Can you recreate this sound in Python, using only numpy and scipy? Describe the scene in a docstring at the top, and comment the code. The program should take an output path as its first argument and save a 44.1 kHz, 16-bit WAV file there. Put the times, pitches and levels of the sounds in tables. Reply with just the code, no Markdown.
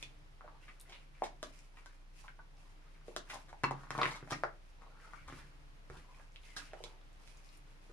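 """A small kitchen: a spoon taps and scrapes a plastic tub, the tub is set down and slid on a cloth-covered
table, then two spoons turn wet vegetables in a plastic basin, over a very low motor hum.
Hits are short decaying pulses with ringing walls, table, plate and spoon; scrapes are dense slips dealt to
resonances; wet rustle is crackling noise; squeaks are rough gliding tones; echoes are noise tails."""
import sys
import numpy as np
from scipy import signal
from scipy.fft import rfft, irfft
from scipy.io import wavfile

SR = 44100
rng = np.random.default_rng(int(sys.argv[2]) if len(sys.argv) > 2 else 0)


def generate_wav(signal):
    """Clip the signal to [-1, 1] and save it as 16-bit WAV at the path in sys.argv[1]."""
    frames = np.transpose(np.atleast_2d(signal))
    scaled = np.clip(frames, -1, 1) * 32767
    pcm = np.round(scaled).astype(np.int16)
    wavfile.write(sys.argv[1], SR, pcm)


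N = 349272  # length in samples

# Background. Colour of the room air: f/Hz, relative level/dB
AIR_COLOUR = [(21, -29.5), (35, -7.5), (57, -9.5), (81, -16), (149, -17), (212, -25), (310, -24.5),
              (489, -26), (1050, -26.5), (2020, -29), (3500, -34.5), (5700, -39.5), (9800, -44),
              (15000, -49)]
# Left-right likeness of the air (1 same, 0 unrelated, -1 opposite): f/Hz, likeness
AIR_LIKENESS = [(60, 0.5), (180, -0.088), (540, 0.27), (1620, -0.35), (4850, 0.081), (14600, -0.11)]
# The drone swells and sinks: t/s, level/dB
DRONE_SWELL = [(0, -72.5), (1.3, -73.5), (2.0, -73.5), (2.8, -69.5), (4.6, -77), (5.3, -66.5), (6.2, -73),
               (6.7, -72), (7.2, -76), (7.6, -71)]
AIR_DB = -64
HUM_HZ, HUM_DB, HUM_SIDE_RAD = 29.4, -56.5, 0.2
DRONE_HZ, DRONE_WIDTH_HZ, DRONE_OCTAVE_DB = 146.9, 9.7, -9  # a wider band wavers faster

# Decay of the kitchen echoes: f/Hz, t60/s
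KITCHEN_DECAY = [(150, 0.54), (500, 0.2), (1000, 0.22), (2000, 0.22), (4000, 0.2), (10000, 0.14)]
KITCHEN_DB, KITCHEN_GAP_S = -2, 0.004
EARLY_T60_S, EARLY_DB = 0.035, 1.5  # nearby table top and dishes: echoes that die fast
KITCHEN_TURN_S = 0.23  # time to fade from one random echo tail to the other, so no single colour lingers

# The table is nudged: t/s, push level/dB
BUMP_HITS = [(5.27, -48), (5.37, -50), (5.9, -48), (5.97, -48.5)]
BUMP_HZ, BUMP_T60_S = 65, 0.24
TABLE_HZ, TABLE_T60_S = 138, 0.39

# Modes of a plate under the tub: f/Hz, level/dB, t60/s
PLATE_MODES = [(2665, -3, .03), (3150, -6, .025), (4270, -7, .018), (5250, -8, .03)]
# Blows on the plate: t/s, level/dB, extra level of every second mode/dB (depends on where it is struck)
PLATE_BLOWS = [(3.641, -26.5, -13), (3.906, -49.5, 9)]
# Modes of the metal spoon: f/Hz, level/dB, t60/s
SPOON_MODES = [(2480, 5, 0.027), (3520, 0.5, 0.042)]
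# Spoon clinks: t/s, level/dB
SPOON_CLINKS = [(0.027, -43.5), (6.841, -62)]
# The tub rocks and its floor rings: t/s, level/dB, f/Hz, decay/cycles
TUB_RATTLES = [(1.863, -53, 1524, 3.7), (2.284, -43, 1520, 1.7), (2.394, -51, 1500, 3.5),
               (3.3328, -39, 950, 0.9), (3.339, -48, 2000, 0.77), (3.3, -43, 1490, 1.7),
               (3.641, -20, 1124, 1.14), (3.644, -37, 1950, 2.4), (3.987, -28.5, 1020, 0.87),
               (4.015, -17, 1180, 1.06), (4.033, -26.5, 2080, 2.4), (4.048, -30, 1060, 1.8),
               (4.056, -40, 1900, 1.3), (4.084, -47, 696, 1.1), (4.106, -51, 1180, 1),
               (4.11, -42, 4350, 3.5), (4.175, -55, 1270, 1.7), (4.323, -38, 1320, 1.3),
               (4.436, -20.5, 1340, 0.56), (5.137, -50, 1370, 4.1), (6.36, -37, 3000, 0.57),
               (6.566, -40, 1650, 3.7), (6.84, -50, 3140, 2.8), (6.84, -44, 3870, 2.3),
               (6.856, -58, 3500, 2.5)]

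# A sliding spoon holds one resonance: start t/s, length/s, level/dB, start f/Hz, end f/Hz
SPOON_SQUEAKS = [(0.607, 0.064, -78, 1550, 1450), (4.116, 0.027, -54.5, 2090, 2150),
                 (4.83, 0.037, -69, 944, 1130), (4.904, 0.11, -71.5, 1350, 1390),
                 (5.037, 0.053, -63.5, 1358, 1410), (5.18, 0.032, -65.5, 1400, 1410),
                 (5.03, 0.1, -74, 2140, 1990), (5.172, 0.053, -69, 2160, 2240),
                 (6.084, 0.082, -70, 1010, 1043), (6.137, 0.029, -73, 2490, 2424),
                 (6.198, 0.02, -69, 1597, 1660), (6.44, 0.16, -70, 2100, 2030),
                 (6.6, 0.092, -71, 1616, 1550), (6.738, 0.092, -75, 2930, 3000)]
SQUEAK_POLE_WIDTH_HZ, SQUEAK_EDGE_S = 190, 0.0093

# Tiny bright ticks, alone or on the edge of knocks and scuffs: t/s, level/dB, f/Hz
TINY_POPS = [(0.799, -40, 8750), (0.805, -48.5, 3800), (0.812, -38, 10500), (1.591, -47.5, 6500),
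             (2.57, -56.5, 5430), (3.339, -38.5, 5350), (3.343, -40.5, 9000), (4.015, -28.5, 3940),
             (4.033, -36, 4450), (4.307, -41, 5800), (4.313, -42, 5200), (4.322, -32.5, 5700),
             (4.332, -35.5, 5200), (4.436, -40, 4800), (4.45, -50, 5200), (5.972, -52.5, 3300),
             (5.972, -51, 8000), (6.146, -53, 2420), (6.321, -54, 6600), (6.453, -53, 5350),
             (6.571, -32.5, 5200), (6.6543, -48, 5050), (6.733, -50.5, 3000), (6.818, -59, 6000),
             (6.84, -40, 3770), (7.013, -56.5, 3550), (7.1302, -57.5, 7600), (7.372, -51, 6500),
             (7.447, -53.5, 5500), (7.49, -50, 4640), (7.573, -48, 9900)]
POP_SPLINTER_S = 0.0069

# Spoon strokes and drags: start t/s, length/s, scrape level/dB, scrape centre at start f/Hz, wet rustle level/dB
SPOON_STROKES = [(-0.005, 0.014, -66.5, 2420, -65), (0.429, 0.12, -69, 900, -85),
                 (0.624, 0.097, -71, 1670, -73), (0.882, 0.07, -65.5, 2000, -70),
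                 (1.153, .07, -71.5, 2170, -77), (1.227, 0.011, -64, 760, -68),
                 (1.445, 0.17, -81, 766, -67.5), (1.586, 0.047, -85, 1000, -72),
                 (1.76, 0.19, -74, 1200, -73.5), (2.184, 0.023, -79, 1470, -62.5),
                 (2.576, 0.12, -73.5, 683, -73.5), (2.83, 0.15, -72.5, 1470, -78),
                 (3.08, 0.03, -69, 705, -68), (3.299, 0.039, -60, 1010, -59),
                 (3.757, 0.031, -62, 1050, -75), (3.79, 0.035, -66, 1510, -71), (3.94, .1, -56, 1140, -61),
                 (4.035, 0.029, -46, 1500, -54), (4.293, 0.057, -63, 1040, -61.5),
                 (4.816, 0.23, -68.5, 790, -79.5), (5.013, 0.18, -66.5, 1400, -72),
                 (5.299, 0.097, -62.5, 1430, -66), (5.93, 0.063, -64.5, 1110, -68.5),
                 (6.082, 0.15, -73.5, 960, -72), (6.434, 0.12, -68, 2300, -67),
                 (6.57, 0.033, -61, 1500, -59.5), (6.648, 0.025, -64, 2400, -72),
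                 (6.741, 0.048, -63, 730, -72.5), (6.835, 0.036, -63.5, 720, -67.5),
                 (7.203, 0.18, -74.5, 1070, -70.5), (7.436, 0.11, -85, 1540, -70),
                 (7.668, 0.15, -78, 1540, -77), (7.83, 0.067, -74, 716, -71)]
# Colour of the wet rustle: f/Hz, relative level/dB
RUSTLE_COLOUR = [(1500, -7), (2500, 3), (3600, -7), (4800, -3.5), (6500, -3.5), (9800, -6), (15000, -18)]
STROKE_RISE_DB_PER_S, STROKE_FALL_DB_PER_S = 271, 132
STROKE_GLIDE_OCTAVES_PER_S = 0.93  # the centre climbs as the spoon travels up the wall
SLIP_CYCLES = 20  # t60 of each slip resonance, in its own cycles
SLIP_FOCUS_DB, SLIP_BROAD_DB = -25, -13  # fall per squared octave from the centre, and its floor
# Faint fumbling between strokes
HANDLING_DB, HANDLING_RUSTLE_DB, HANDLING_HZ, HANDLING_WAVER_DB = -92.5, -82.5, 1200, 3

# Clear blows: t/s, level/dB, wall f/Hz, then relative to that level: table thump level/dB,
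# clack level/dB, bright edge level/dB
KNOCK_CONTACTS = [(0.027, -60.5, 392, 6, 9, 6.5), (0.409, -42, 1260, -37, -29, -46),
                  (0.478, -41.5, 1110, -41, -34, -51), (1.221, -20, 755, -52, -29, -58),
                  (1.429, -34.5, 606, -38, -9.5, -16.5), (1.86, -54, 1020, -16, -2.5, -10.5),
                  (2.281, -56.5, 1290, -33, 4, -50), (2.391, -46.5, 950, -37, -20, -43),
                  (3.082, -38, 500, -45, -22, -33.5), (3.164, -34.5, 705, -54, -5, -12),
                  (3.529, -39.5, 880, -49, -17.5, -34), (3.636, -33.5, 910, -1, -3, -17.5),
                  (3.64, -31.5, 1130, -17.5, -1.5, -45), (3.71, -24.5, 930, -17.5, -23, -35),
                  (3.835, -44.5, 1050, -16, -16, -29), (3.87, -48, 1260, -19, -17, -36.5),
                  (3.906, -36.5, 1170, -9.5, -3, -16.5), (3.951, -30.5, 1130, -18, -23, -51),
                  (3.979, -33.5, 1200, -8.5, -26, -23.5), (4.0155, -31, 1160, -24, -7, -31),
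                  (4.032, -38, 560, -41, 7, -31), (4.056, -33.5, 583, -8, 1, -32),
                  (4.227, -46, 366, -1.5, -10.5, -38), (4.275, -48.5, 760, -33, -7.5, -27),
                  (4.4355, -24.5, 620, -29.5, -23, -46), (5.135, -40.5, 1250, -38, -20, -34.5),
                  (5.299, -49, 1080, -8, -7, -37), (5.325, -50.5, 1310, 1, -6, -22),
                  (5.9, -39.5, 427, -10, -13, -30), (6.198, -52.5, 650, -21, -8, -32),
                  (6.734, -36.5, 664, -31, -15, -33), (6.805, -40.5, 510, -17.5, -34, -42),
                  (6.839, -42, 523, -49, -29, -13), (7.276, -70.5, 790, -27, 6, 2)]
# Scuffs, where the contact drags on: the same columns as the clear blows
SCUFF_CONTACTS = [(0.437, -47.5, 636, -45, -21, -53), (0.679, -55.5, 1360, -40, 1.5, -39),
                  (0.892, -50.5, 775, -13.5, -28, -18), (0.921, -59.5, 1320, -15, 9.5, -15),
                  (1.235, -53, 743, -44, 3, -3.5), (1.768, -60.5, 1420, -22, 4, -19),
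                  (2.239, -48, 1050, -33, -36, -32), (3.297, -53, 1200, -27, 6, -5.5),
                  (3.334, -39, 910, -25, -12, -23), (3.483, -54.5, 695, -42, -4, -15.5),
                  (3.986, -28, 800, -23, -11, -49), (4.02, -29.5, 1200, -10.5, -13, -32),
                  (4.07, -33.5, 1060, -44, -18, -26), (4.11, -42.5, 1100, -24, -12, -16),
                  (4.15, -49.5, 1200, -26, -10, -13), (4.303, -40, 990, -47, -4, -12.5),
                  (4.319, -38.5, 770, -2, -2.5, -30), (4.813, -53.5, 1100, -15, -13, -27),
                  (5.276, -50.5, 1100, -31, -2.5, -14.5), (5.969, -63, 1110, 5, -14, -12),
                  (6.563, -39, 1850, -20, -29, -13.5), (7.894, -52, 443, -13, -17, -34)]
# Plastic walls of the tub: f/Hz, relative level/dB, t60/s
TUB_WALLS = [(420, -1.5, 0.017), (564, -6, 0.04), (782, -14, 0.028), (951, -5, 0.022), (1250, -5, 0.018),
             (1830, -6, 0.02), (2400, -5, 0.018), (3000, -5, 0.016)]
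# The work moves from the tub on the left to the basin: t/s, left minus right level/dB
WORK_PLACE = [(0, 0.5), (1.3, 0.9), (3.3, 1.3), (4.0, 1.5), (4.3, 0.5), (5.1, 10.5), (5.4, -1.5), (6.0, -2),
              (7.92, -3)]
LAG_SAMPLES = 4
REBOUND_S, SCUFF_S = 0.016, 0.035
# A stronger clack is a harder contact and sits higher
CLACK_HZ, CLACK_KNEE_DB, CLACK_OCTAVES_PER_DB = 1496, -5, 0.065
SNAP_HZ, TICK_HZ = 3690, 5730  # the two pulses of the bright edge
# The shorter a pulse, the higher it stands over its band level
CLACK_CREST_DB, SNAP_CREST_DB, TICK_CREST_DB = 14.5, 19, 26

# Response of the microphone: f/Hz, level/dB
MICROPHONE_RESPONSE = [(5500, -0.5), (7000, -3), (8300, -5), (9800, -1), (11500, -5), (15000, -9.5)]
CUTOFF_HZ = 15500


def from_db(db):
    """Decibels to gain."""
    return 10 ** (np.asarray(db) / 20)


def rms_one(x):
    """Scale to rms 1."""
    return x / np.sqrt(np.mean(x ** 2) + 1e-20)


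def at_hz(points, hz):
    """Read a table on a log-frequency axis."""
    points = np.array(points)
    return np.interp(np.log(hz), np.log(points[:, 0]), points[:, 1])


def over_time(points, t):
    """Read a table of time and level."""
    return np.interp(t, *np.transpose(points))


def spectrum_hz():
    """Frequencies of the full-length spectrum, held above 10 Hz for the log axis."""
    return np.maximum(np.arange(N // 2 + 1) * SR / N, 10)


def drift(rate):
    """Slow random wander of rms 1: smoothed noise, drawn every 40 samples."""
    r = np.exp(-80 * np.pi * rate / SR)
    noise = rng.standard_normal(N // 40 + 2002)
    slow = signal.lfilter([1], [1, -2 * r, r * r], noise)[2000:]
    return np.interp(np.arange(N) / 40, np.arange(len(slow)), rms_one(slow))


def ring(x, hz, t60):
    """A resonance: a unit click sets a decaying sine of about height 1 ringing."""
    r, w = from_db(-60 / (t60 * SR)), 2 * np.pi * hz / SR
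    return signal.lfilter([0, np.sin(w)], [1, -2 * r * np.cos(w), r * r], x + 1e-18)


def coloured(x, spectrum):
    """Give a signal the colour of a spectrum; rms 1."""
    return rms_one(irfft(rfft(x) * from_db(at_hz(spectrum, spectrum_hz())), N))


def pair(likeness):
    """Two channels of noise, mixed from mid and side for the given likeness per frequency."""
    alike = np.clip(at_hz(likeness, spectrum_hz()), -1, 1)
    mid, side = rfft(rng.standard_normal((2, N)))
    return irfft(np.sqrt(1 + alike) * mid + np.sqrt(1 - alike) * side * [[1], [-1]], N)


def grains(per_s, spread_db):
    """Random clicks of uneven size, in clumps."""
    sizes = from_db(spread_db * np.minimum(rng.exponential(1, N), 4))
    signs = rng.choice([-1, 1], N)
    chance = per_s * from_db(4.0 * drift(20)) / SR
    return sizes * signs * (rng.random(N) < chance)


def pulse(hz, cycles):
    """A contact of a few cycles with a soft start; height 1."""
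    turns = np.arange(600) * hz / SR
    shape = -turns * np.exp(-turns / cycles) * np.sin(2 * np.pi * turns)
    return shape / np.abs(shape).max()


def strikes(hits):
    """A click train from rows of time and level."""
    clicks = np.zeros(N)
    for s, level_db in hits:
        clicks[round(s * SR)] = from_db(level_db)
    return clicks


def scatter(late, strength, length_s):
    """Small clicks strewn over a time, swelling quickly and fading; one at the very start stays whole."""
    clicks = np.zeros(4000)
    swell = np.where(late > 0, np.minimum(late / 0.072, 1), 1)
    at = np.clip(late * length_s * SR, 0, 3999).astype(int)
    np.add.at(clicks, at, strength * swell * np.exp(-1.5 * late))
    return clicks


def side_gains(s, level_db):
    """Left and right gain of a sound made where the work is at that moment."""
    return from_db(level_db + np.array([[.5], [-.5]]) * over_time(WORK_PLACE, s))


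def hum():
    """A very low, nearly steady motor tone: one sine, shifted in phase between the sides."""
    side = HUM_SIDE_RAD * np.array([[1], [-1]])
    tone = np.sin(2 * np.pi * HUM_HZ * np.arange(N) / SR + side)
    return from_db(HUM_DB + .5 * drift(0.76)) * np.sqrt(2) * tone


def drone():
    """A wavering drone near the hum's fifth and tenth multiples: noise driving two narrow resonances."""
    out = 0
    for octave in range(2):
        noise = rng.standard_normal(N)
        band = ring(noise, DRONE_HZ * 2 ** octave, 2.0 / DRONE_WIDTH_HZ)
        out = out + from_db(octave * DRONE_OCTAVE_DB) * rms_one(band)
    return out * from_db(over_time(DRONE_SWELL, np.arange(N) / SR))


def air():
    """The air of the room: coloured stereo noise that drifts slightly in level."""
    return from_db(AIR_DB + 1.0 * drift(0.59)) * coloured(pair(AIR_LIKENESS), AIR_COLOUR)


def kitchen(x):
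    """A diffuse noise tail per side that builds up after a gap and dies band by band."""
    t, tail = np.arange(SR // 2) / SR, 0
    alike = [0.66, 0.54, 0.035, 0.0065, 0.016, 0.0031, 0.07]  # the bass is more alike on both sides
    for low, share in zip(170 * 2. ** np.arange(8), alike):
        common = np.sqrt(share) * rng.standard_normal(len(t))
        noise = common + np.sqrt(1 - share) * rng.standard_normal((2, len(t)))
        octave = signal.butter(2, [low, min(2 * low, .45 * SR)], "band", fs=SR, output="sos")
        late_decay = from_db(-60 * t / at_hz(KITCHEN_DECAY, low * np.sqrt(2)))
        early_decay = from_db(EARLY_DB - 60 * t / EARLY_T60_S)
        tail = tail + signal.sosfilt(octave, noise) * (late_decay + early_decay)
    tail = tail * np.clip(t / KITCHEN_GAP_S - .5, 0, 1)
    tail = tail / np.sqrt(np.sum(tail ** 2, axis=1, keepdims=True))
    return from_db(KITCHEN_DB) * signal.fftconvolve(x, tail, axes=1)[:, :N]


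def bumps():
    """Nudges of the table: softened pushes ring a low mode of the top."""
    push = signal.lfilter([.015], [1, -.985], strikes(BUMP_HITS))
    return ring(push, BUMP_HZ, BUMP_T60_S)


def plate():
    """A plate under the tub rings briefly, its modes balanced by where it is struck."""
    out = 0
    for k, (hz, level_db, t60) in enumerate(PLATE_MODES):
        hits = [(s, db + k % 2 * odd_db) for s, db, odd_db in PLATE_BLOWS]
        out = out + from_db(level_db) * ring(strikes(hits), hz, t60)
    return out


def spoon():
    """The metal spoon clinks where it meets an edge: each click rings its modes."""
    clicks = strikes(SPOON_CLINKS)
    return sum(from_db(level_db) * ring(clicks, hz, t60) for hz, level_db, t60 in SPOON_MODES)


def rattles():
    """Short rings of the rocking tub's floor, placed like the knocks."""
    out = np.zeros((2, N + 600))
    for s, level_db, hz, cycles in TUB_RATTLES:
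        out[:, round(s * SR):][:, :600] += side_gains(s, level_db) * pulse(hz, cycles)
    out[1] = np.roll(out[1], LAG_SAMPLES)
    return out[:, :N]


def squeaks():
    """Rough narrow tones: a gliding sine whose height and phase wander within a narrow width."""
    out, r = np.zeros(N), np.exp(-np.pi * SQUEAK_POLE_WIDTH_HZ / SR)
    wander = rms_one(signal.lfilter([1], [1, -2 * r, r * r], rng.standard_normal((2, N))))
    for s, length_s, level_db, start_hz, end_hz in SPOON_SQUEAKS:
        first, last = s - SQUEAK_EDGE_S, s + length_s + 3 * SQUEAK_EDGE_S
        at = np.arange(round(first * SR), round(last * SR))
        t = at / SR - s
        rise, fall = 1 + t / SQUEAK_EDGE_S, 1 + (length_s - t) / (3 * SQUEAK_EDGE_S)
        shape = np.clip(np.minimum(rise, fall), 0, 1) ** 2
        glide_hz = start_hz + (end_hz - start_hz) * np.clip(t / length_s, 0, 1)
        phase = 2 * np.pi * np.cumsum(glide_hz) / SR
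        tone = wander[0, at] * np.cos(phase) + wander[1, at] * np.sin(phase)
        out[at] += from_db(level_db) * shape * tone
    return out


def pops():
    """Tiny bright ticks, alone or on the edge of knocks and scuffs, each at its own pitch and splintering."""
    out = np.zeros(N + 5000)
    late, strength = rng.random((len(TINY_POPS), 10)), 0.58 * rng.standard_normal((len(TINY_POPS), 10))
    late[:, 0], strength[:, 0] = 0, 1  # the first tick is whole
    for (s, level_db, hz), a, b in zip(TINY_POPS, late, strength):
        tick = np.convolve(scatter(a, b, POP_SPLINTER_S), pulse(hz, cycles=0.7))
        out[round(s * SR):][:len(tick)] += from_db(level_db) * tick
    return out[:N]


def strokes():
    """Each stroke rises, holds and falls over the faint fumbling; the loudest one sets the centre."""
    t = np.arange(N) / SR
    scrape = from_db(HANDLING_DB + HANDLING_WAVER_DB * drift(1.3))
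    rustle = from_db(HANDLING_RUSTLE_DB + HANDLING_WAVER_DB * drift(17.0))
    centre_hz = np.full(N, float(HANDLING_HZ))
    for s, length_s, level_db, hz, wet_db in SPOON_STROKES:
        rise_db = np.minimum(STROKE_RISE_DB_PER_S * (t - s), 0)
        shape_db = np.minimum(rise_db, STROKE_FALL_DB_PER_S * (s + length_s - t))
        stroke = from_db(level_db + shape_db)
        climbing_hz = hz * 2 ** (STROKE_GLIDE_OCTAVES_PER_S * np.clip(t - s, 0, length_s))
        centre_hz = np.where(stroke > scrape, climbing_hz, centre_hz)
        scrape = np.maximum(scrape, stroke)
        rustle = np.maximum(rustle, from_db(wet_db + shape_db))
    return scrape, centre_hz * 2 ** (0.28 * drift(12.0)), rustle


def rubbing():
    """Dense slips on plastic, dealt to short resonances around a moving centre, and a wet crackle above."""
    scrape_gain, centre_hz, rustle_gain = strokes()
    slips, dealt, scrape = grains(4000, spread_db=4.5), rng.integers(0, 22, N), 0
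    for k, hz in enumerate(np.geomspace(400, 4500, 22)):
        # the resonance under the spoon is driven most
        focus_db = SLIP_FOCUS_DB * np.log2(hz / centre_hz) ** 2
        drive = slips * from_db(np.maximum(focus_db, SLIP_BROAD_DB)) * (dealt == k)
        scrape = scrape + np.sqrt(hz) * ring(drive, hz, SLIP_CYCLES / hz)
    scrape = scrape_gain * rms_one(scrape)
    crackle = np.array([grains(5000, spread_db=7.5) for side in "LR"])
    rustle = rustle_gain * coloured(crackle, RUSTLE_COLOUR)
    return scrape * from_db([[.7], [-.7]]) + rustle


def walls(x):
    """The plastic walls ring on after a contact: a bank of short modes of alternating sign."""
    out = 0
    for k, (hz, level_db, t60) in enumerate(TUB_WALLS):
        out = out + (-1) ** k * from_db(level_db) * ring(x, hz, t60)
    return out


def table_thump(push):
    """The table answers low: a push softened by the cloth rings four modes."""
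    push = -signal.sosfilt(signal.butter(2, [100, 450], "band", fs=SR, output="sos"), push)
    modes = [(TABLE_HZ, -3.5, TABLE_T60_S), (161.0, -8.0, 0.22), (297.0, 9.0, 0.012), (401, 6.0, 0.01)]
    return sum(from_db(level_db) * ring(push, hz, t60) for hz, level_db, t60 in modes)


def contacts(table, chatters):
    """Each contact is a wall pulse and three ever sharper ones, repeated by its chatter."""
    contact, push = np.zeros((2, N + 5000)), np.zeros(N)
    for row, chatter in zip(table, chatters):
        s, level_db, hz, thump_db, clack_db, edge_db = row
        at = round(s * SR)
        clack_hz = CLACK_HZ * 2 ** (CLACK_OCTAVES_PER_DB * max(clack_db - CLACK_KNEE_DB, 0))
        blow = pulse(hz, cycles=0.53)
        blow += from_db(clack_db + CLACK_CREST_DB) * pulse(clack_hz, cycles=0.37)
        blow += from_db(edge_db + SNAP_CREST_DB) * pulse(SNAP_HZ, cycles=0.49)
        blow += from_db(edge_db + TICK_CREST_DB) * pulse(TICK_HZ, cycles=0.33)
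        blow = np.convolve(chatter, blow)
        contact[:, at:at + len(blow)] += side_gains(s, level_db) * blow
        push[at] = from_db(level_db + thump_db)
    contact[1] = np.roll(contact[1], LAG_SAMPLES)  # the sound reaches the left port first
    no_bass = signal.butter(2, 250, "high", fs=SR, output="sos")  # the contacts carry little below 250 Hz
    contact = signal.sosfilt(no_bass, contact[:, :N])
    return contact + from_db(-44.5) * walls(contact) + table_thump(push)


def scuffs():
    """Dragging contacts: a crowd of uneven slips with no single blow."""
    count = len(SCUFF_CONTACTS)
    late, strength = rng.random((count, 60)), 0.38 * rng.standard_normal((count, 60))
    return contacts(SCUFF_CONTACTS, [scatter(a, b, SCUFF_S) for a, b in zip(late, strength)])


def knocks():
    """Clear blows: one whole contact each and a few quick rebounds, mostly weaker."""
    count = len(KNOCK_CONTACTS)
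    late, strength = rng.random((count, 6)), 0.24 * rng.standard_normal((count, 6))
    late[:, 0], strength[:, 0] = 0, 1
    return contacts(KNOCK_CONTACTS, [scatter(a, b, REBOUND_S) for a, b in zip(late, strength)])


def scene():
    """The background, the nudged table, the close work and its echoes through two alternating tails."""
    background = hum() + drone() + air()
    near = plate() + spoon() + rattles() + squeaks() + pops() + rubbing() + scuffs() + knocks()
    turn = np.pi * np.arange(N) / SR / KITCHEN_TURN_S / 2
    echoes = kitchen(near * np.cos(turn)) + kitchen(near * np.sin(turn))
    return background + bumps() + near + echoes


def record(dry):
    """The microphone port dips near 8 kHz and recovers near 10 kHz; the top is cut."""
    heard = irfft(rfft(dry) * from_db(at_hz(MICROPHONE_RESPONSE, spectrum_hz())), N)
    return signal.sosfilt(signal.cheby2(20, 70, CUTOFF_HZ, fs=SR, output="sos"), heard)


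dry = scene()
out = record(dry)
generate_wav(out)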